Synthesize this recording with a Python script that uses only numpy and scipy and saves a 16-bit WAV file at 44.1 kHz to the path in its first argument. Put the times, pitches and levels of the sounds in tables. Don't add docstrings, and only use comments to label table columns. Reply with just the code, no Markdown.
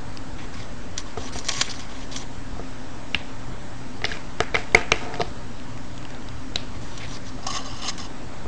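import sys
import numpy as np
from scipy import signal
from scipy.fft import rfft, irfft
from scipy.io import wavfile
from scipy.ndimage import uniform_filter1d

SR = 44100
rng = np.random.default_rng(int(sys.argv[2]) if len(sys.argv) > 2 else 0)


def unload_wav(signal):
    wavfile.write(
        sys.argv[1],
        SR,
        np.round(np.clip(np.atleast_2d(signal).T, -1, 1) * 32767).astype(np.int16),
    )


N = 373894


def gain_of(db):
    return 10 ** (np.asarray(db) / 20)


def unit_rms(x):
    return x / np.sqrt(np.mean(x ** 2) + 1e-20)


def curve_at(points, hz):
    point_hz, db = np.transpose(points)
    return np.interp(np.log(hz + 1), np.log(point_hz + 1), db)


def add(mix, start_s, sound):
    part = mix[round(start_s * SR):][:len(sound)]
    part += sound[:len(part)]


def resonate(x, hz, width):
    carrier = np.exp(2j * np.pi * hz * np.arange(len(x)) / SR)
    pole = np.exp(-np.pi * width / SR)
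    return 2 * (carrier * signal.lfilter([1 - pole], [1, -pole], x / carrier)).real


def band(x, hz, width, skirt):
    return resonate(resonate(x, hz, width), hz, skirt * width)


def near(hz, centre_hz, octaves):
    return np.exp(-.5 * (np.log2(hz / centre_hz) / octaves) ** 2)


def wobble(shape, first, second):
    return unit_rms(uniform_filter1d(uniform_filter1d(rng.standard_normal(shape), first), second))


def grit(size, per_s, spread_db):
    kicks = rng.standard_normal(size)
    slipping = rng.random(size) < per_s / SR
    strength = gain_of(spread_db * np.minimum(rng.exponential(1, size), 4))
    return unit_rms(kicks * slipping * strength)


def stroke(length, start_db, end_db, attack_s=.0064, release_s=.017):
    t = np.arange(0, length, 1 / SR)
    edges = np.minimum(1, np.minimum(t / attack_s, (length - t) / release_s))
    return edges * gain_of(start_db + (end_db - start_db) * t / length)


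# (frequency [Hz], relative level [dB])
AIR_SPECTRUM = [(5, -49), (25, -50.5), (60, -57), (160, -63), (400, -67.5), (800, -70), (1500, -73),
                (2500, -79.5), (5000, -83), (7000, -85), (8000, -87.5), (8500, -91.5), (8900, -112),
                (9500, -130)]
# (frequency [Hz], width [Hz], level [dB])
HUM_BANDS = [(104.5, 7.1, -49), (121.3, 8.2, -47), (186.4, 9.4, -53), (244.2, 8.8, -52),
             (259.2, 19.4, -45.5), (299.6, 9.1, -52.5), (359.3, 6.3, -63.5), (588, 7.5, -56.5),
             (924, 67, -56), (1815, 81, -62.5)]


def room_tone():
    hz = np.fft.rfftfreq(2048, 1 / SR)
    real, imag, patches = rng.standard_normal((N // 512 + 5, len(hz), 3)).T
    patches = unit_rms(uniform_filter1d(uniform_filter1d(patches, 20, axis=0), 6, axis=1))
    air_db = curve_at(AIR_SPECTRUM, hz)[:, None] + 1.31 * patches - 3.5
    spectra = (real + 1j * imag) * gain_of(air_db) * np.sqrt(SR / 2048)
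    air = signal.istft(spectra, nperseg=2048, noverlap=1536)[1][:N]
    noise = rng.standard_normal(N)
    hum = sum(gain_of(db) * unit_rms(band(noise, f, width, skirt=2)) for f, width, db in HUM_BANDS)
    return air + hum


# (time [s], peak level [dB], pitch [Hz])
DRY_TICKS = [(0.173, -22, 5130), (5.5994, -31, 2880), (5.776, -30, 2380), (5.9787, -28, 3400),
             (6.0273, -31, 2230), (6.0517, -27, 2800), (6.105, -33.5, 6000), (6.1474, -33, 3700),
             (6.2244, -36, 3240), (6.2868, -28, 3780)]


def tick(db, hz):
    t = np.arange(300) / SR
    crack = resonate(rng.standard_normal(len(t)), hz=4000, width=4000)
    envelope = gain_of(-60 * t / .0065) * (1 - np.exp(-t / .0003))
    sound = (np.sin(2 * np.pi * hz * t) + crack) * envelope
    return gain_of(db) * sound / abs(sound).max()


# (frequency [Hz], width [Hz], gain [dB])
PAPER_FOLDS = [(2170, 1080, 0), (3305, 850, -5.5), (3990, 1060, -10), (4820, 1130, -3.5), (5800, 560, 0),
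               (6580, 800, -4), (7160, 600, -8), (8690, 950, 5)]


def paper(slips, bright_hz, folds, flex_db):
    flex = wobble((len(folds), len(slips)), 900, 500)
    drives = gain_of(flex_db * np.clip(flex, -2, 1.5))
    rings = sum(gain_of(db) * band(slips * drive, hz, width, skirt=3) * (near(hz, bright_hz, .45) + .3)
                for (hz, width, db), drive in zip(folds, drives))
    fizz = .058 * np.gradient(slips)
    return rings + fizz


# (frequency [Hz], width [Hz], gain [dB])
HULL_MODES = [(790, 130, -5), (1110, 130, 0)]


def hull(slips):
    return sum(gain_of(db) * band(slips, hz, width, skirt=2.5) for hz, width, db in HULL_MODES)


# (time [s], length [s], start level [dB], end level [dB], brightness [Hz], hull against paper [dB])
FINGER_RUBS = [(0.38, 0.088, -48.5, -44, 2700, -9), (0.52, 0.14, -45, -47.5, 3360, -7),
               (0.985, .05, -34, -52, 4770, -8), (1.055, 0.08, -43, -59, 3480, -6),
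               (1.17, 0.14, -44, -40.5, 4160, -9.5), (1.32, .085, -39, -32, 5600, -27),
               (1.4, .05, -42, -46, 5400, -12), (1.44, 0.046, -49, -27, 4800, -15),
               (1.485, 0.073, -24, -45, 4470, -12), (1.53, 0.089, -30, -31, 4600, -15.5),
               (1.615, 0.12, -32.5, -37.5, 3900, -24), (1.735, 0.14, -40, -50, 4000, -13),
               (1.88, .18, -49.5, -45.5, 3400, -8), (2.11, 0.14, -37.5, -44.5, 4000, -16),
               (6.742, .04, -40, -62, 2600, -1), (6.81, 0.2, -48.5, -50, 4200, -11),
               (6.995, 0.081, -42, -40, 2870, -18), (7.07, .12, -44, -42.5, 4040, -12),
               (7.25, 0.058, -48, -42.5, 3900, -10)]


def rustle(length, start_db, end_db, bright_hz, hull_db, folds=PAPER_FOLDS, flex_db=4):
    envelope = stroke(length, start_db, end_db)
    clumps = gain_of(1.6 * wobble(len(envelope), 300, 200))
    slips = unit_rms(grit(len(envelope), per_s=13000, spread_db=2.5) * clumps)
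    crinkle = unit_rms(paper(slips, bright_hz, folds, flex_db))
    return envelope * (crinkle + gain_of(hull_db) * unit_rms(hull(slips)))


# (time [s], peak level [dB], brightness [Hz], decay [ms])
CREASE_SNAPS = [(0.971, -32, 3300, 2.3), (0.9802, -11.5, 5750, 3.3), (1.3405, -35, 6240, 2.8),
                (1.389, -16, 5980, 1.9), (1.4476, -25, 5890, 3.0), (1.4872, -5.5, 5800, 1.9),
                (1.4915, -5.5, 4570, 4.3), (1.5612, -23, 5950, 3.7), (1.606, -19, 3400, 5.2),
                (1.6136, -4.5, 4120, 4.1), (1.7389, -29.5, 1900, 4.4), (1.7946, -24, 5200, 4.4),
                (2.162, -18, 4800, 12), (2.2246, -28, 1830, 1.1), (6.978, -23.5, 5260, 2.7),
                (7.4695, -19.5, 4800, 3.2), (7.5577, -28, 2960, 3.0), (7.885, -27.5, 5090, 5.3),
                (7.981, -21.5, 4670, 3.3)]
SNAP_LEAD = 600


def snap(db, bright_hz, decay_ms, strain_ms=1.3, hull_db=-12):
    ms = np.arange(-SNAP_LEAD, 1400) / SR * 1000
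    strain = np.exp(np.minimum(ms / strain_ms, -ms / decay_ms))
    slips = grit(len(ms), per_s=15000, spread_db=4) * strain
    sound = paper(slips, bright_hz, PAPER_FOLDS, flex_db=4) + gain_of(hull_db) * hull(slips)
    return gain_of(db) * sound / abs(sound).max()


# (frequency [Hz], gain [dB], time to fall 60 dB [s])
TUB_MODES = [(76.4, 0.5, 0.065), (163, -7, 0.08), (362, -10, 0.14), (449, 0, 0.06), (581, -8.5, 0.033),
             (714, 2, 0.038), (874, 0, 0.022), (1236, 3.5, 0.024), (1313, -5, 0.012), (1640, -7.5, 0.02),
             (2125, -3.5, 0.0069), (2400, -11.5, .013), (2775, -12.5, 0.016), (3040, -8, .01),
             (3750, 4, 0.0036), (4700, -4.5, 0.0081), (5000, -4, 0.0096), (5500, 3.5, 0.002),
             (6880, -31, 0.023), (6900, -41, .008), (8060, -18, 0.0031)]
WALL_HZ, WATER_HZ = 1300, 250
# (time [s], click peak [dB], brightness [Hz], thud peak [dB], thud centre [Hz],
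# contact [ms], click spread [octaves])
TAPS_AND_KNOCKS = [(1.1742, -36, 2090, -20, 520, 2.5, .4), (1.3574, -35, 6000, -26.5, 700, 2.5, .4),
                   (2.5676, -45, 2040, -37, 732, 2.5, .4), (2.595, -50, 2180, -26, 342, 2.5, .4),
                   (3.1461, -7.5, 2900, -28.5, 950, 2.47, 0.19), (4.0178, -27, 1990, -31.5, 665, 2.5, .4),
                   (4.0426, -11.5, 2010, -22.5, 700, 2.5, 0.33), (4.0497, -12, 4340, -36, 700, 6.7, 1.1),
                   (4.0924, -28, 1800, -47, 694, 3, .5), (4.1155, -21, 1800, -41, 694, 3, 0.44),
                   (4.1225, -21, 2830, -36, 700, 3.8, 0.51), (4.169, -26.5, 2330, -49, 746, 5, 0.56),
                   (4.4043, -6, 1870, -13.5, 590, .5, 0.65), (4.5444, -12, 2280, -19.5, 560, 3.2, 0.41),
                   (4.5506, -9.5, 2080, -23, 1200, 6.8, 0.36), (4.5664, -15.5, 2070, -23, 703, 2.2, 0.77),
                   (4.7209, -33, 2750, -46, 439, 2.5, .4), (4.7472, 3, 2135, -4.5, 630, 3.5, 0.25),
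                   (4.8115, -23, 2100, -30, 420, 2.5, .4), (4.9188, -2, 2400, -14, 493, 1.9, 0.31),
                   (5.1392, -24.5, 1900, -32, 684, 3.9, 0.38), (5.155, -28, 2680, -33, 700, 2.5, .5),
                   (5.1974, -30, 4060, -20.5, 360, 2.5, 0.26), (5.2058, -23, 3940, -17.5, 700, 2.5, 0.58),
                   (5.2145, -15.5, 4300, -15.5, 710, 3.2, 1), (6.558, -9, 3550, -29.5, 760, 2.3, 0.14),
                   (7.3877, -40, 2380, -32.5, 800, 2.5, .4), (8.4577, -48, 2140, -31, 340, 2.5, .4)]


def knock(click_db, bright_hz, thud_db, thud_hz, contact_ms, spread):
    t = np.arange(16000) / SR
    hz, db, t60 = np.transpose(TUB_MODES)[:, :, None]
    spot = rng.choice([-1, 1], hz.shape) * gain_of(2 * rng.standard_normal(hz.shape))
    rings = spot * gain_of(db - 60 * t / t60) * np.sin(2 * np.pi * hz * t)

    chatter = .1 * np.cos(2 * np.pi * bright_hz * t) + .33 * rng.standard_normal(len(t))
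    skips = chatter * np.exp(-(1000 * t / contact_ms) ** 4)
    skips[0] = 1
    click_drive = (hz > WALL_HZ) * (near(hz, bright_hz, spread) + .77 * spread)
    click = np.convolve(skips[:600], (click_drive * rings).sum(0)[:1500])

    thud_drive = (hz <= WALL_HZ) * (hz > WATER_HZ) * (near(hz, thud_hz, .32) + .63)
    thud = (thud_drive * rings).sum(0) * (1 - np.exp(-t / .00026))
    boom = ((hz <= WATER_HZ) * rings).sum(0) * (1 - np.exp(-t / .0044))
    boom_db = -27 + .4 * thud_db

    sound = basin_wash(t, click_db, bright_hz)
    for layer, peak_db in ((click, click_db), (thud, thud_db), (boom, boom_db)):
        add(sound, 0, gain_of(peak_db) * layer / abs(layer).max())
    return sound


# (frequency [Hz], gain [dB])
WASH_EQ = [(300, -4), (900, -6), (2200, -9), (3500, -12), (5000, -10), (7000, -23.5), (9000, -6)]


def basin_wash(t, click_db, bright_hz):
    hz = np.fft.rfftfreq(len(t), 1 / SR) + 1
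    colour = gain_of(curve_at(WASH_EQ, hz)) * (1 + 3.7 * near(hz, bright_hz, .39))
    echoes = unit_rms(irfft(rfft(grit(len(t), per_s=6000, spread_db=1.5)) * colour))
    dull = signal.lfilter([.3], [1, -.7], echoes)
    tail = dull * gain_of(-60 * t / .5) + (echoes - dull) * gain_of(-60 * t / .13)
    wash_db = -26.5 + .82 * click_db
    return gain_of(wash_db) * tail * (1 - np.exp(-t / .0012))


# (time [s], length [s], start level [dB], end level [dB], scratch against rumble [dB])
PAW_SCRAPES = [(4.063, 0.107, -48.5, -48, 7.5), (4.413, 0.038, -44.5, -48, 3), (4.564, 0.23, -38, -69, -1),
               (4.763, 0.18, -27, -64, -12), (4.931, 0.14, -41, -48, -0.5), (5.003, 0.138, -39.5, -40, -26),
               (5.127, 0.18, -41.5, -50, -10)]


def scrape(length, start_db, end_db, scratch_db, scratch_hz=2200, rumble_hz=700):
    envelope = stroke(length, start_db, end_db)
    slips = grit(len(envelope), per_s=2900, spread_db=-1.5)
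    rings = [(hz, gain_of(db) * resonate(slips, hz, 1.4 / t60) * t60) for hz, db, t60 in TUB_MODES]
    scratch = sum(ring * (near(hz, scratch_hz, .29) + .3) for hz, ring in rings if hz > WALL_HZ)
    rumble = sum(ring * near(hz, rumble_hz, .7) for hz, ring in rings if hz <= WALL_HZ)
    return envelope * (gain_of(scratch_db) * unit_rms(scratch) + unit_rms(rumble))


# (frequency [Hz], width [Hz], gain [dB])
WET_FOLDS = [(2010, 480, 1), (2970, 330, 2), (3560, 150, -2), (4160, 430, -4.5), (4890, 470, -1),
             (5260, 270, -3), (6270, 740, -1), (7150, 450, -13), (9240, 540, 8)]
# (time [s], length [s], start level [dB], end level [dB], brightness [Hz], hull against paper [dB])
BOAT_DRAGS = [(7.425, 0.058, -43, -54, 4500, -2), (7.464, 0.04, -29, -36.5, 4900, 0),
              (7.495, .03, -32, -27, 4470, -5), (7.52, 0.068, -34, -28, 4300, -6.5),
              (7.578, 0.065, -37.5, -42, 4270, -4.5), (7.642, 0.21, -40, -44.5, 4200, -5.5),
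              (7.815, 0.074, -34.5, -31, 4150, -9), (7.875, 0.0414, -27, -27, 4400, -12),
              (7.91, .065, -41.5, -58, 4200, -4), (7.978, 0.1, -36, -45.5, 4300, -8.5)]


def drag(*pull):
    return rustle(*pull, folds=WET_FOLDS, flex_db=2.5)


# (frequency [Hz], gain [dB])
MICROPHONE_EQ = [(20, 9), (6000, 1), (7800, 0), (8600, -10.5), (9500, -24.5)]


def scene():
    foley = np.zeros(N)
    tracks = ((TAPS_AND_KNOCKS, knock, 0), (CREASE_SNAPS, snap, SNAP_LEAD / SR), (DRY_TICKS, tick, 0),
              (FINGER_RUBS, rustle, 0), (BOAT_DRAGS, drag, 0), (PAW_SCRAPES, scrape, 0))
    for cues, source, lead_s in tracks:
        for time_s, *settings in cues:
            add(foley, time_s - lead_s, source(*settings))
    response = gain_of(curve_at(MICROPHONE_EQ, np.fft.rfftfreq(N, 1 / SR)))
    return (irfft(rfft(foley) * response, N) + room_tone())[None]


def record(dry):
    offset, cutoff_hz = -.054, 9555
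    clipped = np.clip(dry + offset, -1, 1)
    return signal.sosfiltfilt(signal.butter(16, cutoff_hz, fs=SR, output="sos"), clipped)


dry = scene()
out = record(dry)
unload_wav(out)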